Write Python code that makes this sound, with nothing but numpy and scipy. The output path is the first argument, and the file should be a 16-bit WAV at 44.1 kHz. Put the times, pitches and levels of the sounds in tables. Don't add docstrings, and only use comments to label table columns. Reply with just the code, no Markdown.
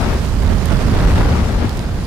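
import sys
import numpy as np
from scipy import signal
from scipy.io import wavfile
from scipy.ndimage import uniform_filter1d

SR = 44100
rng = np.random.default_rng(int(sys.argv[2]) if len(sys.argv) > 2 else 0)


def persist_wave(psi):
    counts = np.round(np.clip(psi, -1, 1) * 32767).astype(np.int16)
    wavfile.write(sys.argv[1], SR, np.atleast_2d(counts).T)


def volts_from_db(level):
    exponent = np.asarray(level, float) / 20
    return 10 ** exponent


N = 91022


def unit_rms(x):
    return x / np.sqrt(np.mean(x ** 2) + 1e-20)


def read_spectrum(points, hz):
    f, value = np.transpose(points)
    return np.interp(np.log(hz + 1), np.log(f + 1), value)


def read_curves(table):
    s, *columns = np.transpose(table)
    return [np.interp(np.arange(N) / SR, s, column) for column in columns]


def sided(level_db, side_db):
    ratio = volts_from_db(side_db)
    return 2 * volts_from_db(level_db) * np.array([ratio, np.ones_like(ratio)]) / (1 + ratio)


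# frequency in Hz, likeness from 0 to 1.
LIKENESS = [(30, .88), (100, .9), (250, .77), (600, .6), (1400, .5), (3000, .1), (6000, 0)]


def turbulence(colour, size, patchy_db, flicker_db):
    frames = 4 * N // size + 5
    hz = np.fft.rfftfreq(size, 1 / SR)
    a, b, c, d, p, q = rng.standard_normal((frames, len(hz), 6)).T
    p = uniform_filter1d(p, size=size // 80, axis=0)
    patches = unit_rms(uniform_filter1d(p, size=8192 // size, axis=1))
    q = uniform_filter1d(q, size=size // 5, axis=0)
    flicker = unit_rms(uniform_filter1d(q, size=3, axis=1))
    same = np.clip(read_spectrum(LIKENESS, hz), -1, 1)[:, None]
    left = a + 1j * b
    right = same * left + np.sqrt(1 - same ** 2) * (c + 1j * d)
    level_db = read_spectrum(colour, hz)[:, None] + patchy_db * patches + flicker_db * flicker
    spectra = np.array([left, right]) * volts_from_db(level_db)
    return unit_rms(signal.istft(spectra, nperseg=size, noverlap=3 * size // 4)[1][:, :N])


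# start in seconds, heave in dB, heave side L-R in dB, froth in dB,
# froth side L-R in dB.
SURGES = [(0, -15, 11.5, -24, 9), (.13, -17.5, 1.5, -25, 5.5), (.21, -17, -6.5, -30.5, -2.5),
          (.36, -14.5, -7.5, -31.5, -4), (.51, -11.5, -8, -26.5, -8.5), (.61, -18, -12, -29.5, -6.5),
          (.72, -12.5, -9.5, -26.5, -6.5), (.85, -13, -8, -27, -5), (.96, -9, -5.5, -23.5, -2),
          (1.07, -13, -1, -22.5, 2.5), (1.19, -10, -2.5, -25, 1), (1.31, -16.5, 2, -23.5, 3),
          (1.4, -13.5, 3.5, -25, 6), (1.53, -16.5, 3.5, -29.5, 6.5), (1.63, -17, 4.5, -26, 6.5),
          (1.72, -19, -2, -31.5, 0.5), (1.86, -20.5, -4, -34.5, 0), (2.06, -20, -1, -34, 2)]


def surges():
    return read_curves(SURGES)


# centre in seconds, rise in dB, half length in seconds.
SPLASHES = [(0.13, 0.5, 0.012), (0.395, 1, .02), (0.514, 1.5, 0.022), (0.723, 4.5, 0.013), (0.816, 3, .015),
            (0.883, 4, 0.0065), (1.02, -1, 0.014), (1.096, -1, 0.022), (1.182, 3, 0.031),
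            (1.21, 2.5, 0.009), (1.321, 1, .02), (1.552, 2.5, 0.022), (1.65, 2, .02), (1.826, 3.5, 0.036)]


def splashes():
    t = np.arange(N) / SR
    return sum(db * np.exp(-((t - at) / half_s) ** 2) for at, db, half_s in SPLASHES)


# frequency in Hz, density in dB per Hz.
RUMBLE = [(12, -15), (25, -7), (40, 1), (75, -2), (130, -8.5), (240, -12.5), (330, -27), (2000, -110)]


def rumble(heave_db, side_db):
    return sided(heave_db, side_db) * turbulence(RUMBLE, size=4096, patchy_db=-0.46, flicker_db=0.03)


# frequency in Hz, density in dB per Hz.
ROAR = [(50, -14), (130, 2), (450, -2), (1400, -10), (2600, -18.5), (4400, -24.5), (7000, -33),
        (16000, -66)]
ROAR_DB, LEFT_LAG_S = 4, .0001


def roar(froth_db, side_db):
    left, right = sided(froth_db + ROAR_DB, side_db) * turbulence(ROAR, size=512, patchy_db=0.56, flicker_db=0.94)
    return np.array([np.roll(left, round(LEFT_LAG_S * SR)), right])


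# frequency in Hz, density in dB per Hz.
HAZE = [(600, -32), (2000, -3.5), (3300, -1.5), (4700, 0), (6300, -5), (9500, -8), (12500, -13.5),
        (16000, -17.5)]
# time in seconds, haze above its mean in dB, side L-R in dB.
SPATTER = [(0, 3.5, -4), (.12, 1, -12), (.25, 3.5, -16), (.38, 1.5, -12.5), (.52, 1.5, -16), (.64, 3, -11),
           (.76, 3, -15), (.9, 1, -16), (1.05, 2.7, -13.5), (1.175, 4, -8.5), (1.25, 0.5, -12),
           (1.36, 0.5, -8), (1.5, 1.5, -8), (1.62, -3, -18), (1.76, 0, -12), (1.88, -1.5, -9),
           (2.06, 0.5, -12)]
HAZE_DB, HAZE_FOLLOWS = -39.5, 0.26


def haze(froth_db):
    density_db, side_db = read_curves(SPATTER)
    level_db = HAZE_DB + density_db + HAZE_FOLLOWS * (froth_db - froth_db.mean())
    return sided(level_db, side_db) * turbulence(HAZE, size=256, patchy_db=1.4, flicker_db=0.7)


def fountain():
    heave_db, heave_side_db, froth_db, froth_side_db = surges()
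    froth_db = froth_db + splashes()
    return rumble(heave_db, heave_side_db) + roar(froth_db, froth_side_db) + haze(froth_db)


RING_CYCLES, SNAP_DB = 9, -3
BOUNCE_S, BOUNCE_DB = .00058, -3
RATTLE_DB, RATTLE_T60_S = -10, .007


def tick(hz, noise):
    t = np.arange(len(noise)) / SR
    w = 2 * np.pi * hz
    snap = np.exp(-w * t) - .4 * np.exp(-.4 * w * t)
    ring = np.sin(w * t) * volts_from_db(-60 * t * hz / RING_CYCLES)
    ring = ring + volts_from_db(SNAP_DB) * snap / abs(snap).max()
    bounce = volts_from_db(BOUNCE_DB) * np.interp(t - BOUNCE_S, t, ring, left=0)
    resonance = [1, -1.6 * np.cos(w / SR), .64]
    rattle = unit_rms(signal.lfilter([1], resonance, np.diff(noise, prepend=0)))
    return ring + bounce + rattle * volts_from_db(RATTLE_DB - 60 * t / RATTLE_T60_S)


GRIT_PER_S, GRIT_DB, GRIT_SPREAD_DB = 72, -45, 7


def grit():
    size = volts_from_db(GRIT_DB + GRIT_SPREAD_DB * np.minimum(rng.exponential(1, (2, N)), 2))
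    hits = size * (rng.random((2, N)) < GRIT_PER_S / SR) * volts_from_db([[-3.5], [3.5]])
    kind = rng.integers(0, 12, (2, N))
    out = np.zeros((2, N))
    for k, hz in enumerate(np.geomspace(2500, 11000, num=12)):
        sound = tick(hz, rng.standard_normal(512))
        out += signal.oaconvolve(hits * (kind == k), sound[None])[:, :N]
    return out


# peak time in seconds, peak in dB, side L-R in dB, pitch in Hz.
LOW_SWELLS = [(0.069, -13, -4, 83), (0.119, -12, 4, 41.4), (0.291, -15, -7, 59), (0.459, -12, -13, 61.7),
              (.52, -19, -8, 35.3), (0.692, -17, -12, 75), (1.0, -20, 3, 89), (1.069, -6.5, -6.5, 45.2),
              (1.139, -7, 0, 75), (1.202, -15, -13, 55), (1.27, -14, -2, 75), (1.647, -10, 3, 230),
              (.25, -11, -6, 89), (.3, -19, -9, 119), (0.528, -25, -2, 125), (0.631, -15, -12, 56.3),
              (0.819, -14, -8, 85), (0.898, -18, -7, 80.5), (.955, -26, -10, 70), (1.03, -10, 6, 120),
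              (1.316, -5.5, -2, 97), (1.401, -11, 2, 149), (1.441, -15, 3, 67), (1.558, -10.5, 1, 46.4),
              (1.663, -11, 6, 92), (1.77, -18, -20, 60), (1.862, -17, -4.5, 59.7)]
SWELL_CYCLES, GLIDE_PER_CYCLE = 0.81, 0.067


def low_swells():
    t = np.arange(N) / SR
    out = np.zeros((2, N))
    for s, db, side_db, hz in LOW_SWELLS:
        cycles = (t - s) * hz
        swell = np.exp(-(cycles / SWELL_CYCLES) ** 2)
        turns = cycles + GLIDE_PER_CYCLE * cycles ** 2 / 2 + rng.random()
        out += sided(db, side_db)[:, None] * swell * np.cos(2 * np.pi * turns)
    return out


# start in seconds, peak in dB, side L-R in dB, pitch in Hz.
CINDERS = [(.1014, -29, -10, 10000), (.1618, -31, 12, 10100), (.2489, -20, 8, 5800), (.2647, -28, 12, 6000),
           (.2886, -28, 12, 8500), (.4347, -23, 3, 12000), (.5209, -34, 12, 8800),
           (.6572, -11.5, -7, 10900), (.6602, -27, -5, 10700), (.6953, -29, -4, 9300),
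           (.7179, -30, 12, 8100), (.7431, -30, 12, 9700), (.7663, -30, 12, 12200), (.8517, -31, 12, 8100),
           (.8775, -30, 6, 13500), (.9385, -30, 5, 9500), (.9474, -20, -16, 12000),
           (1.526, -30, -10, 12000), (1.5488, -31, -10, 9700), (1.6503, -20.5, -14, 8000),
           (1.6534, -25, -9, 9500), (1.6942, -12.5, -16, 4800), (1.7022, -36, 12, 13100),
           (1.7297, -26, -3, 7000), (1.7721, -15, -19, 7000), (1.7772, -18, -14, 5800),
           (1.7929, -13, -12, 4800), (1.8117, -30, -12, 8000), (1.8402, -31, 12, 9400),
           (1.864, -30, -6, 5000), (2.042, -36, 12, 11700)]


def cinders():
    out = np.zeros((2, N + 600))
    for s, db, side_db, hz in CINDERS:
        at = round(s * SR)
        gains = volts_from_db(db + np.minimum([[side_db], [-side_db]], 0))
        out[:, at:at + 512] += gains * tick(hz, rng.standard_normal(512))
    return out[:, :N]


def scene():
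    return fountain() + grit() + low_swells() + cinders()


def top_cut(x):
    return signal.sosfilt(signal.butter(12, 15800, fs=SR, output="sos"), x)


CEILING, EDGE_HZ = 0.71, 15700


def record(dry):
    soft = CEILING * np.tanh(dry / CEILING)
    edge = signal.firwin(numtaps=255, cutoff=EDGE_HZ, window=("kaiser", 9), fs=SR)
    mix = signal.oaconvolve(soft, edge[None], "same")
    return top_cut(mix)


dry = scene()
out = record(dry)
persist_wave(out)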